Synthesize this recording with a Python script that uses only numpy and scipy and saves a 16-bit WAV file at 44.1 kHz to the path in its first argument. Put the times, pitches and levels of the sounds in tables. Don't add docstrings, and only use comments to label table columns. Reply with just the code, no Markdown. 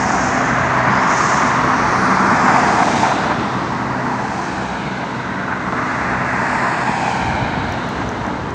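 import sys
import numpy as np
from scipy import signal
from scipy.fft import rfft, irfft, next_fast_len
from scipy.io import wavfile
from scipy.ndimage import uniform_filter1d

SR = 44100
rng = np.random.default_rng(int(sys.argv[2]) if len(sys.argv) > 2 else 0)


def master_out(mix):
    frames = np.transpose(np.atleast_2d(mix))
    ceiling = np.clip(frames, -1, 1)
    pcm = np.round(ceiling * 32767).astype(np.int16)
    wavfile.write(sys.argv[1], SR, pcm)


N = 376613
TIME_S = np.arange(N) / SR


def from_db(db):
    return 10 ** (np.asarray(db) / 20)


def rms_one(x):
    return x / np.sqrt(np.mean(x ** 2) + 1e-20)


def in_time(rows):
    time_s, *columns = np.transpose(rows)
    return [np.interp(TIME_S, time_s, column) for column in columns]


def drift(rate_hz):
    pole = np.exp(-200 * np.pi * rate_hz / SR)
    noise = rng.standard_normal(N // 100 + 1002)
    slow = signal.lfilter([1], [1, -2 * pole, pole ** 2], noise)[1000:]
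    return np.interp(np.arange(N) / 100, np.arange(len(slow)), rms_one(slow))


def turbulence(spectrum, low_hz=15, high_hz=SR / 2):
    size = next_fast_len(N)
    hz = np.maximum(np.arange(size // 2 + 1) * SR / size, 1)
    points_hz, levels_db = np.transpose(spectrum)
    shape_db = np.interp(np.log(hz), np.log(points_hz), levels_db, left=-np.inf, right=-np.inf)
    edges = ((1 + (low_hz / hz) ** 16) * (1 + (hz / high_hz) ** 16)) ** -.5
    noise = rfft(rng.standard_normal(size))
    return rms_one(irfft(noise * from_db(shape_db) * edges, size)[:N])


def narrow_band(centre_hz, width_hz):
    lowpass = signal.butter(3, 500, fs=SR, output="sos")
    slow = signal.sosfilt(lowpass, rng.standard_normal((2, N)))
    place = np.cumsum(np.clip(width_hz * np.ones(N), 20, 1000)) / 1000
    in_phase, quadrature = (np.interp(place, np.arange(N), row) for row in slow)
    phase = 2 * np.pi * np.cumsum(centre_hz) / SR
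    return rms_one(in_phase * np.cos(phase) + quadrature * np.sin(phase))


def sliding_band(rows):
    hz, level_db, width_hz = in_time(rows)
    return from_db(level_db) * narrow_band(hz, width_hz)


def swells(rows):
    return sum(from_db(db) * np.exp(-.5 * ((TIME_S - s) / width_s) ** 2) for s, db, width_s in rows)


def throb(turns, depth):
    return 1 + depth * np.cos(2 * np.pi * turns)


def partial(turns, level_db, fade_db, wander_rad):
    level = np.sqrt(2) * from_db(level_db + fade_db * drift(3.8))
    return level * np.sin(2 * np.pi * turns + wander_rad * drift(2.1))


def knock(start_s, level_db, pitch_hz, t60_s, crack=0):
    age_s = TIME_S[:SR // 10]
    attack = 1 - np.exp(-(4 * pitch_hz * age_s) ** 2)
    decay = from_db(level_db - 60 * age_s / t60_s)
    ring = np.sin(2 * np.pi * pitch_hz * age_s) + crack * rng.standard_normal(len(age_s))
    return np.pad(attack * decay * ring, (round(start_s * SR), N))[:N]


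# (time [s], level [dB], length [s])
BURSTS = [(.87, 2.5, .018), (.96, 3, .02), (1.105, 3, .018), (1.32, 3, .016), (1.348, -3, .018),
          (1.42, 3, .018), (2.48, 2, .016), (2.56, 2.5, .016), (2.815, 2.5, .024), (2.84, -4, .016),
          (2.888, -2.5, .022), (3.005, -2.5, .022), (3.031, 2.5, .03), (3.108, 1.5, .02),
          (3.132, -2.5, .022), (3.236, 3, .012), (3.298, 3.5, .03), (3.332, -2.5, .028), (5.02, 2.5, .025),
          (5.51, 2.5, .03), (5.706, -3, .017), (5.782, 1.5, .05), (7.066, -3, .012), (7.078, 2, .01),
          (7.975, 2.5, .05), (8.24, 2.5, .05)]
BURST_EDGE_S = .003


def bursts():
    steps_db = sum(db * ((TIME_S >= s) & (TIME_S < s + length_s)) for s, db, length_s in BURSTS)
    return from_db(uniform_filter1d(steps_db, round(BURST_EDGE_S * SR)))


# (frequency [Hz], relative density [dB])
WASH = [(70, -18), (110, -9.5), (150, -2.5), (220, -2), (290, -2.5), (380, -6), (460, -6.5), (520, -11.5),
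        (580, -11.5), (700, -19.5)]
# (time [s], level [dB])
WASH_LEVEL = [(0, -25.5), (1.7, -24), (2.05, -21.5), (3.0, -22.5), (3.7, -26), (5.6, -27.5), (6.9, -26),
              (7.45, -22.5), (7.8, -26), (8.54, -25.5)]
# (time [s], level [dB], half-width [s])
THROBS = [(.53, -18.5, 0.01), (.9, -17.5, 0.014), (2.98, -22.5, .02), (3.4, -18, 0.013), (4.87, -22, .02)]
# (time [s], centre [Hz], level [dB], width [Hz])
BOOM = [(1.5, 189.7, -63, 99.7), (2.05, 204.4, -31, 99.8), (2.55, 255, -28, 119.7),
        (3.05, 275.6, -29, 119.9), (3.45, 281.6, -32, 119.6), (3.9, 270.4, -57, 124)]
# (frequency [Hz], relative density [dB])
ROAR = [(440, -20.5), (550, -6.5), (660, 0), (780, -1), (980, 1.5), (1250, -0.2), (1600, 0.5), (2000, -3.5),
        (2400, -12), (2900, -22.5), (3600, -49)]
# (time [s], body level [dB], bright edge level [dB])
SURGE = [(0, -21.5, -23.5), (.7, -18.5, -21), (1.35, -18, -21), (1.75, -21, -22.5), (2.5, -16.5, -19),
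         (3.1, -20.5, -25.5), (3.65, -25, -30), (4.0, -23.5, -28.5), (4.3, -26, -29.5), (5.15, -29.5, -30),
         (5.55, -27.5, -28.5), (5.74, -26.5, -29), (5.84, -27, -25.5), (6.05, -24, -23.5),
         (6.65, -21, -21.5), (7.1, -25.5, -28.5), (7.6, -25, -29), (8.54, -29, -35)]
# (time [s], centre [Hz], level [dB], width [Hz])
THROAT = [(0, 832, -20, 242.3), (.4, 765, -23.5, 240.2), (.6, 992, -37, 301.8), (.9, 1061, -23, 283.7),
          (1.4, 1061, -22, 298.2), (2.0, 1233, -21.5, 450), (2.35, 1002, -18, 654.5),
          (2.65, 820, -19.5, 302), (3.05, 830, -19.5, 278.8), (3.35, 879, -28.5, 298),
          (3.7, 961, -31, 278.8), (4.3, 857, -27.5, 258.4), (4.75, 902, -33.5, 217.8),
          (5.3, 956, -33.5, 222.4), (5.85, 1048, -25, 401), (6.5, 889.7, -30, 259.4),
          (7.05, 843, -23, 219.7), (7.4, 858.6, -28.5, 218.8), (7.7, 826, -34, 250.8),
          (8.54, 938, -33, 201.3)]
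# (time [s], centre [Hz], level [dB], width [Hz])
RASP = [(2.4, 2500, -56, 398.6), (3.0, 2210, -32, 392.8), (3.6, 2200, -61, 405), (4.3, 2565, -49, 299.8),
        (4.85, 2296, -42, 300.6), (5.3, 2290, -61, 304.6), (6.6, 2607, -43, 295.8), (7.0, 2340, -33, 448),
        (7.4, 2257, -32.5, 418.6), (7.9, 2130, -51, 302.1), (8.54, 2120, -48, 293)]
# (multiple of main blade rate [1], level relative to wash [dB])
ROTOR_LINES = [(3, -29.5), (10, -18), (14, -23.5), (16, -22), (21, -26.5)]
FLUTTER_DB, FLUTTER_HZ = 0.41, 24


def main_rotor(turns, chop):
    wash_db, = in_time(WASH_LEVEL)
    roar_db, edge_db = in_time(SURGE)
    wash = from_db(wash_db) * turbulence(WASH)
    wash += swells(THROBS) * turbulence(WASH, high_hz=260)
    wash += sliding_band(BOOM)
    roar = from_db(roar_db) * turbulence(ROAR, high_hz=1330)
    roar += from_db(edge_db) * turbulence(ROAR, low_hz=1346)
    roar += sliding_band(THROAT) + sliding_band(RASP)
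    flutter = from_db(FLUTTER_DB * drift(FLUTTER_HZ)) * bursts()
    lines = sum(partial(k * turns, wash_db + db, fade_db=6.5, wander_rad=0.54) for k, db in ROTOR_LINES)
    return (wash + roar * flutter) * throb(turns, chop) + lines


# (frequency [Hz], relative density [dB])
HISS = [(1900, -10), (2500, 11), (3100, 8), (3800, 6), (5000, 2), (6300, 3), (7400, -3), (8300, -7),
        (9600, -21), (10600, -43), (11200, -51.5)]
# (time [s], hiss level [dB], highest hiss level [dB])
TURBINE = [(0, -39.5, -38), (.55, -37.5, -54), (.78, -38.5, -42), (.97, -36.5, -54), (1.2, -35, -37),
           (1.6, -36, -39.5), (2.0, -39.5, -37.5), (2.45, -37, -35), (3.0, -32, -31.5), (3.35, -36.5, -44),
           (3.95, -44, -46.5), (4.45, -41, -40), (4.85, -38, -46), (5.55, -44.5, -48.5), (5.95, -40, -42.5),
           (6.2, -41, -45), (6.5, -43, -37), (6.8, -40, -36.5), (7.1, -36, -36), (7.55, -36.5, -47),
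           (8.05, -40, -46.5), (8.54, -44, -50.5)]
# (time [s], centre [Hz], level [dB], width [Hz])
RIDGE = [(.55, 4500, -61, 800), (.97, 5000, -39, 801.2), (1.3, 5814, -50, 904), (1.9, 5900, -39, 956),
         (2.25, 5682, -45, 943), (2.55, 4876, -39, 903), (3.0, 3750, -38, 698), (3.5, 3694, -43.5, 796),
         (4.2, 4400, -55, 802), (4.75, 3950, -46, 800), (5.3, 3800, -48, 695.3), (6.3, 4190, -59, 499),
         (6.62, 4250, -50, 399), (6.9, 4200, -63, 401.6), (7.3, 4015, -43, 600), (7.9, 3960, -46, 700),
         (8.54, 3790, -58, 695)]


def turbine(turns, chop):
    hiss_db, sheen_db = in_time(TURBINE)
    hiss = from_db(hiss_db) * turbulence(HISS, high_hz=4640)
    sheen = from_db(sheen_db) * turbulence(HISS, low_hz=4440)
    return (hiss + sheen + sliding_band(RIDGE)) * throb(turns, chop)


HUM_ORDERS = (2, 3, 4)
# (time [s], second level [dB], third level [dB], fourth level [dB])
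HUM = [(0, -32, -26, -30), (.3, -31.5, -35, -31), (.5, -30, -46, -26), (.75, -26.5, -46, -36),
       (.95, -27.5, -29, -24.5), (1.3, -39.5, -41, -33.5), (1.6, -30, -43, -29), (2.15, -32.5, -25, -34),
       (2.55, -39, -33, -26), (2.85, -43, -30, -49), (3.2, -36, -34.5, -48), (3.65, -31, -31, -36),
       (4.1, -30, -38, -27.5), (4.5, -40, -31.5, -54), (5.2, -37.5, -32, -38.5), (5.85, -36.5, -34.5, -33),
       (6.4, -33, -37, -33), (7.0, -34.5, -43, -44), (7.45, -32, -41, -35.5), (8.0, -34, -35, -32.5),
       (8.54, -51, -45, -52)]
HUM_WANDER_RAD, HUM_SETTLE_S = 0.86, 5.2
HUM_FAR_FADE_DB, HUM_NEAR_FADE_DB = 0.9, 1.5


def tail_rotor(turns):
    near = np.exp(-TIME_S / HUM_SETTLE_S)
    fade_db = HUM_FAR_FADE_DB + HUM_NEAR_FADE_DB * near
    wander_rad = HUM_WANDER_RAD * near
    return sum(partial(k * turns, db, fade_db, wander_rad) for k, db in zip(HUM_ORDERS, in_time(HUM)))


# (time [s], delay [ms], strength [0-1])
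REFLECTION = [(0, 0.98, 0.01), (.5, 1, 0), (1.1, 0.89, 0.08), (1.8, 0.84, 0.03), (2.4, 0.8, 0.16),
              (3.0, 0.77, 0.03), (3.6, 0.91, 0.07), (4.35, 1.23, 0.06), (4.85, 1.32, 0.25),
              (5.4, 1.56, 0.09), (6.2, 1.3, 0.02), (6.65, 1.06, 0.16), (7.05, 1.23, 0.2), (7.4, 1.29, 0.46),
              (7.7, 1.3, 0.25), (7.9, 1.43, 0.12), (8.54, 1.24, 0.09)]


def reflected(x, dull_hz):
    delay_ms, strength = in_time(REFLECTION)
    soft = signal.sosfiltfilt(signal.butter(2, dull_hz, fs=SR, output="sos"), x)
    echo = np.interp(TIME_S - delay_ms / 1000, TIME_S, soft)
    return (x + strength * echo) / np.sqrt(1 + strength ** 2)


# (frequency [Hz], relative density [dB])
BUFFET = [(30, -21), (42, -6), (58, 7.5), (80, 6), (110, 6), (150, -14), (250, -22.5), (600, -44.5)]
# (time [s], level [dB], half-width [s])
GUSTS = [(.62, -36, 0.054), (1.9, -40, 0.078), (3.1, -45.5, 0.4), (6.1, -41, 0.45), (6.9, -40, 0.024),
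         (7.3, -29, 0.064), (7.43, -27.5, 0.042), (7.57, -36, 0.04), (7.69, -28, 0.05), (8.02, -29, 0.088),
         (8.4, -32, 0.15)]
BREEZE_DB, BREEZE_LULL_DB_PER_S = -36, 1.26


def breeze(lumps_db):
    flow = from_db(BREEZE_DB - BREEZE_LULL_DB_PER_S * TIME_S) + swells(GUSTS)
    return flow * from_db(lumps_db * drift(4.8)) * turbulence(BUFFET)


# (frequency [Hz], relative density [dB])
SWISH = [(3000, -27), (4500, -3.5), (5500, 4), (6400, 7), (7000, 3.5), (7800, -6), (9000, -20),
         (11000, -48)]
# (time [s], level [dB], half-width [s])
SWELLS = [(.18, -33.5, 0.35), (1.27, -30.5, 0.19)]


def swishes(grain_db):
    return swells(SWELLS) * turbulence(SWISH) * from_db(grain_db * drift(40))


# (time [s], half-width [s], centre [Hz], slide [Hz/s], level change [dB], width [Hz])
SWEEPS = [(.3, 0.18, 895, 4, -3.5, 159), (1.8, 0.16, 860, -150, 4, 200), (2.0, .28, 7700, 1, -3, 1000),
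          (2.0, .17, 4500, 0, 4.5, 1000), (2.25, 0.15, 2820, -2, -5.5, 350), (2.7, 0.36, 735, -69, 3.5, 80),
          (2.75, .2, 4300, -2, -4, 900.7), (3.2, .1, 604, -200, 3.5, 89.5),
          (3.65, 0.28, 5200, 0, 3.5, 1200), (4.5, 0.16, 740, -150, 2, 160),
          (4.85, .3, 1900, -350, -6, 220.1), (5.08, 0.11, 980, 0, 5.5, 129.5),
          (5.5, 0.16, 1496, -300, 7, 200), (5.85, 0.11, 1328, -300, 3.5, 170), (6.1, .2, 3085, 3, -6, 300),
          (6.75, 0.26, 6000, -300, -9.5, 1200), (7.1, 0.23, 3033, -600, 3.5, 349),
          (7.25, .3, 1899, -200, 2, 140), (7.6, .4, 1270, 0, -1.5, 159)]


def sweeps(x):
    out = x.copy()
    for s, half_s, hz, slide_hz_per_s, db, width_hz in SWEEPS:
        near = np.abs(TIME_S - s) < 3 * half_s
        age_s = TIME_S[near] - s
        carrier = np.exp(2j * np.pi * (hz + slide_hz_per_s * age_s / 2) * age_s)
        narrow = signal.butter(2, width_hz / 2, fs=SR, output="sos")
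        band = 2 * np.real(signal.sosfiltfilt(narrow, x[near] / carrier, padtype=None) * carrier)
        gain = from_db(db * np.exp(-.5 * (age_s / half_s) ** 2))
        out[near] += (gain - 1) * band
    return out


# (time [s], frequency [Hz], level [dB])
WHISTLE = [(1.7, 10250, -101), (1.92, 9270, -59), (2.05, 9100, -52), (2.25, 8100, -64), (2.48, 7217, -42),
           (2.62, 6840, -44), (2.8, 6310, -59), (3.0, 5870, -94)]


def whistle(width_hz):
    hz, level_db = in_time(WHISTLE)
    return from_db(level_db) * narrow_band(hz, width_hz)


# (time [s], level before decay [dB], pitch [Hz], t60 [s])
SLAPS = [(2.803, -5, 1190, 0.01), (3.0315, -9, 903, 0.03), (3.087, -6, 750, 0.0054),
         (7.0795, -8.5, 890, 0.026)]


def slaps():
    return sum(knock(*row) for row in SLAPS)


# (time [s], level before decay [dB], pitch [Hz], t60 [s])
BUMPS = [(5.724, -5, 1214, 0.0082), (5.7243, -27, 4100, 0.0035), (5.7301, -6, 680, 0.01),
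         (6.893, -7, 230.2, 0.028), (7.424, -3.5, 126, 0.032), (7.5751, 1.5, 168, 0.015)]
# (time [s], level before decay [dB], pitch [Hz], t60 [s], crack [0-1])
TICKS = [(7.7231, -26.5, 5870, 0.01, 0.28), (7.89, -29, 6360, 0.0074, 0.64),
         (8.091, -23.5, 6070, 0.011, 0.1), (8.266, -27, 6110, 0.0066, 0.01), (8.4924, -37, 6200, .007, .05),
         (8.507, -30, 6100, .007, 0)]


def handling():
    return sum(knock(*row) for row in BUMPS + TICKS)


BLADE_HZ, SAG_HZ_PER_S = 63.9, .178
MAIN_TO_TAIL = 1 / 3


def scene():
    tail_turns = np.cumsum(BLADE_HZ - SAG_HZ_PER_S * TIME_S) / SR
    main_turns = tail_turns * MAIN_TO_TAIL
    rush = main_rotor(main_turns, chop=0.031) + turbine(main_turns, chop=.04)
    rush += whistle(width_hz=220) + slaps()
    near = swishes(grain_db=1.5) + breeze(lumps_db=1.1) + handling()
    return (sweeps(reflected(rush, dull_hz=4000)) + tail_rotor(tail_turns) + near)[None]


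MICROPHONE_LOW_HZ, CUTOFF_HZ = 37, 14400
CEILING = .88


def record(dry):
    thin = signal.sosfilt(signal.butter(4, MICROPHONE_LOW_HZ, "high", fs=SR, output="sos"), dry)
    rounded = thin / (1 + (thin / CEILING) ** 8) ** (1 / 8)
    return signal.sosfilt(signal.ellip(10, .1, 90, CUTOFF_HZ, fs=SR, output="sos"), rounded)


dry = scene()
out = record(dry)
master_out(out)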